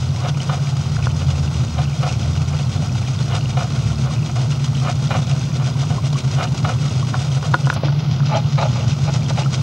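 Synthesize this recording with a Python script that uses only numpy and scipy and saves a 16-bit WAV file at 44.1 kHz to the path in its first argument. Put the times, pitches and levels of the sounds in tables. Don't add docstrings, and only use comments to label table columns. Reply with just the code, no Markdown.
import sys
import numpy as np
from scipy import signal
from scipy.fft import rfft, irfft
from scipy.io import wavfile
from scipy.ndimage import uniform_filter1d

SR = 44100
rng = np.random.default_rng(int(sys.argv[2]) if len(sys.argv) > 2 else 0)


def wrap_up_sound(samples):
    columns = np.atleast_2d(samples).T
    tamed = np.clip(columns, -1, 1)
    steps = np.round(tamed * 32767).astype(np.int16)
    wavfile.write(sys.argv[1], SR, steps)


N = 424241
T = np.arange(N) / SR
HZ = np.fft.rfftfreq(N, 1 / SR)

# t/s, relative level/dB
FLOW_LEVEL = [(0, -3.15), (7.4, 0.5), (8.1, -1.5), (8.4, .5), (9.62, 4)]


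def amp(db):
    return 10 ** (np.asarray(db) / 20)


def evened(x):
    return x / np.sqrt(np.mean(x ** 2) + 1e-20)


def over_time(track):
    return np.interp(T, *np.transpose(track))


def shape(points):
    hz, db = np.transpose(points)
    return amp(np.interp(np.log(HZ + 1), np.log(hz), db))


def notch(hz, width_hz, depth_db):
    return amp(-depth_db * np.exp(-((HZ - hz) / width_hz) ** 2))


def filtered(x, response):
    return irfft(rfft(x) * response, N)


def colour(x, gain, band):
    inside = (HZ > band[0]) & (HZ < band[1])
    return filtered(evened(x), gain) / np.sqrt(np.mean((gain * inside) ** 2))


def add(mix, s, sound):
    part = mix[round(s * SR):][:len(sound)]
    part += sound[:len(part)]


def wander(rate_hz):
    return evened(filtered(rng.standard_normal(N), np.exp(-(HZ / rate_hz) ** 2)))


def damped_tone(hz, t60, rise):
    t = np.arange(0, t60, 1 / SR)
    decay = amp(-60 * t / t60)
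    onset = 1 - np.exp(-t * hz)
    return decay * np.sin(2 * np.pi * hz * t * (1 + rise * t / t60)) * onset


def patter(per_s, spread_db, mist):
    strength = amp(spread_db * np.minimum(rng.exponential(1, N), 4))
    impacts = strength * rng.choice([-1, 1], N) * (rng.random(N) < per_s / SR)
    return evened(impacts) + mist * rng.standard_normal(N)


def clumps(per_s, decay_s, smooth):
    arrivals = rng.exponential(1, N) * (rng.random(N) < per_s / SR)
    power = signal.lfilter([1], [1, -np.exp(-1 / (decay_s * SR))], arrivals)
    return evened(np.sqrt(power / power.mean() + smooth))


def swell(s, db, rise, fall):
    t = np.arange(max(s - 2.5 * rise, 0), s + 2.5 * fall, 1 / SR) - s
    return s + t[0], amp(db) ** 2 * np.exp(-(t / np.where(t < 0, rise, fall)) ** 2)


def each_turn(table):
    turn_s = 1.5385
    move_s = 7.735
    places = [(0.0, 0, move_s), (8.089, move_s, T[-1])]
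    for beside, (begins, since, until) in enumerate(places):
        for turn in range(-1, int(T[-1] / turn_s)):
            for into, *rest in table:
                s = begins + turn * turn_s + into
                if since <= s < until:
                    yield s, beside, *rest


def engine(track, orders):
    s, hz, db = np.transpose(track)
    pitch = np.interp(T, s, hz) * (1 + 0.0052 * wander(5.95))
    cycles = np.cumsum(pitch) / SR
    present = uniform_filter1d(1. * ((T >= s[0]) & (T <= s[-1])), size=6000)
    out = np.zeros(N)
    for k, order_db in orders:
        fading = amp(order_db + 2.8 * wander(2.1))
        low_cut = np.sqrt(2 / (1 + (66 / (k * pitch)) ** 12))
        out += fading * low_cut * np.sin(2 * np.pi * (k * cycles + rng.random()))
    return amp(np.interp(T, s, db)) * present * out


def hum():
    # f/Hz, spectral level/dB
    hum_spectrum = [(20, -48), (50, -30), (68, -21.5), (90, -12.5), (105, -7.5), (117, -4.5), (133, 2),
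                    (149, 0.5), (170, -15.5), (235, -19.5), (275, -27), (400, -37.5), (800, -81)]
    # t/s, level/dB
    hum_level = [(0, -20), (1, -18.5), (3, -19.5), (5, -18), (7.5, -18.5), (8.1, -16), (9.62, -17.5)]
    # t/s, fundamental f/Hz, relative level/dB
    slowing = [(0, 44.8, -25), (.7, 44.9, -36), (1, 44.87, -22.5), (1.6, 40.95, -25), (2.4, 39.9, -35)]
    climbing = [(.9, 22.61, -28), (2.2, 27.55, -27), (3.1, 32.44, -24), (4, 36.6, -21.5), (4.7, 39.4, -25),
                (6, 40.95, -27.5), (7.7, 42.87, -26.5)]
    # multiple of the fundamental, mean relative level/dB
    slowing_orders = [(1, -0.5), (2, 2.5), (8, -24)]
    climbing_orders = [(2, -5), (3, 1), (6, -12), (9, -21)]
    drone = colour(rng.standard_normal(N), shape(hum_spectrum), band=(105, 170))
    drone /= np.sqrt(uniform_filter1d(drone ** 2, size=9000))
    traffic = engine(slowing, slowing_orders) + engine(climbing, climbing_orders)
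    return amp(over_time(hum_level)) * drone + amp(-4.0) * traffic


def thuds():
    # t/s, level/dB, f/Hz, t60/s
    bumps = [(7.541, -19, 330, 0.09), (7.669, -24.5, 277, 0.16), (7.72, -31, 42, .25),
             (7.751, -26, 258, 0.08), (7.85, -17.5, 310, 0.092), (8.16, -28, 40.4, .15)]
    out = np.zeros(N)
    for s, db, hz, t60 in bumps:
        add(out, s, amp(db) * damped_tone(hz, t60, rise=0))
    return out


def faint_bubbles(count, lowest_hz, pitch_ratio, loudest_db, range_db, rise):
    out = np.zeros(N)
    for when, pitch, size in rng.random((count, 3)):
        hz = lowest_hz * pitch_ratio ** pitch
        plop = damped_tone(hz, 36 / hz, rise)
        add(out, when * T[-1], amp(loudest_db - range_db * np.sqrt(size)) * plop)
    return out


def bubbles():
    # t/s, level/dB, starting f/Hz
    loud_bubbles = [(0.403, -16.5, 2970), (3.457, -20, 2800), (4.108, -22, 1096), (4.521, -18, 2820),
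                    (4.751, -19, 3010), (5.982, -18, 1045), (6.1298, -19, 3880), (6.156, -20, 1114),
                    (7.027, -19, 1100), (8.3497, -15, 3200), (8.352, -12, 653), (8.653, -14, 618),
                    (9.2628, -20, 3200), (9.378, -17, 700), (9.46, -17.5, 1310)]
    out = np.zeros(N)
    for s, db, hz in loud_bubbles:
        add(out, s, amp(db) * damped_tone(hz, 42 / hz, rise=0.023))
    out += faint_bubbles(330, 550, 3.2, loudest_db=-25.0, range_db=12.0, rise=0.033)
    out += faint_bubbles(500, 2300, 3, loudest_db=-19.0, range_db=12.3, rise=0.028)
    return out


def runoff():
    # f/Hz, spectral level/dB
    runoff_spectrum = [(100, -12), (300, 10), (450, 10), (720, 10), (1000, 5.5), (1400, 6.5), (1900, -1.5),
                       (2800, 0.5), (5800, 0), (7000, -4), (8300, -9.5), (10000, -24.5), (13000, -46)]
    droplets = patter(per_s=2500, spread_db=2.5, mist=1.0)
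    flow = colour(droplets, shape(runoff_spectrum), band=(3000, 7000))
    return amp(-40.5) * flow * clumps(per_s=120, decay_s=0.007, smooth=1.0)


def spray():
    # t/s into the turn, relative level/dB, nominal length/s
    buckets = [(.03, -33.5, .055), (.172, -33.5, 0.047), (.285, -30, 0.024), (.43, -33, 0.035),
               (.548, -33.5, 0.063), (.688, -34.5, 0.065), (.815, -35.5, 0.064), (.945, -33, 0.031),
               (1.052, -33, .045), (1.195, -34, 0.036), (1.305, -34, 0.044), (1.445, -32.5, 0.025)]
    # f/Hz, spectral level/dB
    spray_spectrum = [(150, -21), (450, -4.5), (750, 3.5), (1000, -3), (1400, 5), (2000, 0.5), (2600, 2.5),
                      (3400, 4), (4500, 1), (5800, 3.5), (7000, -2), (8300, -6.5), (10000, -25),
                      (13000, -56)]
    slop_s, fill_db, stretch_spread = .004, 0.73, 0.36
    rise_share, fall_share = 0.48, 0.54
    flow = np.zeros(N)
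    for s, beside, db, length in each_turn(buckets):
        late, fill, slow = rng.standard_normal(3)
        stretch = np.exp(stretch_spread * slow)
        length = length * stretch
        start, power = swell(s + slop_s * late, db + fill_db * fill, length * rise_share, length * fall_share)
        add(flow, start, power / stretch)
    droplets = patter(per_s=4500, spread_db=3.0, mist=1.0)
    thrown = colour(droplets, shape(spray_spectrum), band=(3000, 7000))
    thrown = thrown * np.sqrt(flow) * amp(over_time(FLOW_LEVEL))
    return amp(-1.67) * thrown * clumps(per_s=260, decay_s=0.0023, smooth=0.66)


def clacks():
    # t/s, ring peak level/dB, centre f/Hz, spread/octave, factor on the ring time
    blows = [(.966, -22, 1560, 0.46, 0.71), (1.0688, -10.5, 1250, 1.2, 0.74), (7.142, -11.5, 1334, 0.66, 1),
             (7.427, -17, 1000, 0.88, 1.2), (7.537, -11, 1200, 0.72, 1.2), (7.5413, 3, 1180, 0.9, 1.27),
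             (7.6701, -10.5, 1000, 0.94, 1.8), (7.7004, -3.5, 1870, 1.14, 0.41),
             (7.727, -15.5, 1300, 1.1, 1.0), (7.834, -13, 625, 0.73, 0.69), (7.883, -15.5, 1350, 1.2, 1.2),
             (8.203, -20, 1200, 0.7, 0.92)]
    # f/Hz, relative level/dB, t60/s before the blow's factor
    wood_modes = [(531, 6, 0.031), (720, -2.5, 0.031), (1000, 2, 0.021), (1270, -1, 0.022),
                  (1445, -0.5, 0.042), (1690, -3, 0.015), (2430, -15, 0.024), (3870, -9, 0.022)]
    out, t = np.zeros(N), np.arange(4000) / SR
    hz, db, t60 = np.transpose(wood_modes)[:, :, None]
    sign = (-1) ** np.arange(len(wood_modes))[:, None]
    soft = signal.butter(4, 5200, fs=SR, output="sos")
    for s, peak_db, centre_hz, spread, ringing in blows:
        reach = np.exp(-(np.log2(hz / centre_hz) / spread) ** 2)
        decay = amp(db - 60 * t / (t60 * ringing))
        ring = (sign * reach * decay * np.sin(2 * np.pi * hz * t)).sum(0)
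        tick = signal.sosfilt(soft, rng.standard_normal(len(t))) * np.exp(-t / .0016)
        add(out, s, amp(peak_db) * (ring / abs(ring).max() + 0.28 * tick))
    return out


def resonant_body(modes, hz):
    response = 0
    for k, (f, width, db) in enumerate(modes):
        response = response + amp(db) / (1 + 1j * (hz ** 2 - f ** 2) / (hz * width)) * (-1) ** k
    return response


def gushes():
    # t/s into the turn, relative level/dB, rise/s, fall/s, f/Hz setting the spectral tilt
    lumps = [(.262, -24, 0.03, 0.024, 850), (.493, -21, 0.0031, 0.011, 900),
             (.532, -23.5, .012, 0.016, 820), (.567, -31.5, .003, .015, 700), (.675, -37, .01, 0.054, 850),
             (.997, -31, .016, 0.012, 800), (1.056, -35.5, .005, .012, 800),
             (1.217, -29, 0.0056, 0.0076, 820), (1.287, -30.5, 0.0035, 0.011, 760),
             (1.32, -36.5, 0.013, .018, 760)]
    # f/Hz, bandwidth/Hz, relative level/dB
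    front_modes = [(512, 84, -1.5), (728, 51, 5), (1072, 160, -6), (1278, 78, -1.5), (1450, 79, -5),
                   (1776, 61, -12.5), (2100, 170, -14.5), (2430, 46, -8.5), (2896, 150, -12.5),
                   (3940, 310, -19)]
    beside_modes = [(566, 110, 0.5), (682, 77, 3), (838, 41, 5), (1213, 140, -5), (1440, 84, -7),
                    (2400, 400, -13), (3050, 93, -15.5), (3940, 360, -17)]
    chance_db, beside_db = 1.3, 2.4
    beside_pitch = 0.99
    size = 8192
    hz = np.fft.rfftfreq(size, 1 / SR) + 1
    bodies = [resonant_body(modes, hz) for modes in (front_modes, beside_modes)]
    slaps, out = patter(per_s=1400, spread_db=3.0, mist=0.35), np.zeros(N)
    for s, beside, db, rise, fall, centre_hz in each_turn(lumps):
        flow_db = np.interp(s, *np.transpose(FLOW_LEVEL))
        level_db = db + flow_db + beside_db * beside + chance_db * rng.standard_normal()
        start, power = swell(s, level_db, rise, fall)
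        drive = slaps[round(start * SR):][:len(power)] * np.sqrt(power)
        slope = 3 * np.log(centre_hz * beside_pitch ** beside / 800)
        tilt = np.clip(hz / 900, .5, 1.6) ** slope
        ring = irfft(rfft(drive, size) * bodies[beside] * tilt, size)
        add(out, start, ring * np.sqrt(power.sum() / np.sum(ring ** 2)))
    return amp(0.7) * out


def scene():
    # f/Hz, level relative to mid/dB
    width = [(100, -46), (700, -41), (1300, -40), (2400, -30), (4400, -18), (8100, -14), (15000, -16)]
    # f/Hz, level relative to mid/dB
    diffuse_level = [(1500, -45), (3100, -24), (6800, -17), (10000, -15)]
    hollow = notch(hz=1703, width_hz=124, depth_db=9.5)
    water = filtered(spray() + runoff() + bubbles(), hollow)
    mid = water + gushes() + clacks() + thuds() + hum()
    taps = evened(rng.standard_normal(300)) / np.sqrt(300)
    diffuse = shape(diffuse_level) * rfft(taps, N)
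    side = filtered(mid, diffuse - 1j * shape(width))
    return np.array([mid + side, mid - side])


def dulled(x):
    # t/s, upper edge f/Hz
    treble_edge = [(0, 15000), (7.735, 15000), (7.76, 5140), (8, 5660), (8.3, 6440), (8.7, 7360),
                   (9.2, 8600), (9.62, 9700)]
    hz, t, z = signal.stft(x, SR, nperseg=256)
    edge = np.interp(t, *np.transpose(treble_edge))
    return signal.istft(z / np.sqrt(1 + (hz[:, None] / edge) ** 10), SR, nperseg=256)[1][:, :N]


def snap():
    out, length = np.zeros(N), 900
    thin = signal.butter(2, [8800, 11500], "bandpass", fs=SR, output="sos")
    burst = rng.standard_normal(length) * np.hanning(length)
    add(out, 7.73, amp(-33.5) * signal.sosfilt(thin, burst))
    return out


def tape_hiss(edge_hz):
    # f/Hz, spectral level/dB
    hiss_spectrum = [(20, -53), (9000, 21.5), (15500, 19)]
    gain = shape(hiss_spectrum)
    common, left, right = (colour(rng.standard_normal(N), gain, (0, edge_hz)) for _ in range(3))
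    return amp(-63.0) * (common + .45 * np.array([left, right]))


def record(dry):
    edge_hz, ceiling = 15750, .85
    housing = notch(hz=7510, width_hz=390, depth_db=7)
    squeezed = dry / (1 + (dry / ceiling) ** 8) ** (1 / 8)
    sound = dulled(filtered(squeezed, housing))
    whine = amp(-78.0) * np.sin(2 * np.pi * 15625 * T)
    heard = sound + snap() + tape_hiss(edge_hz) + whine
    band_limit = signal.firwin(1023, edge_hz, window=("kaiser", 9), fs=SR)
    return signal.oaconvolve(heard, band_limit[None], "same")


dry = scene()
out = record(dry)
wrap_up_sound(out)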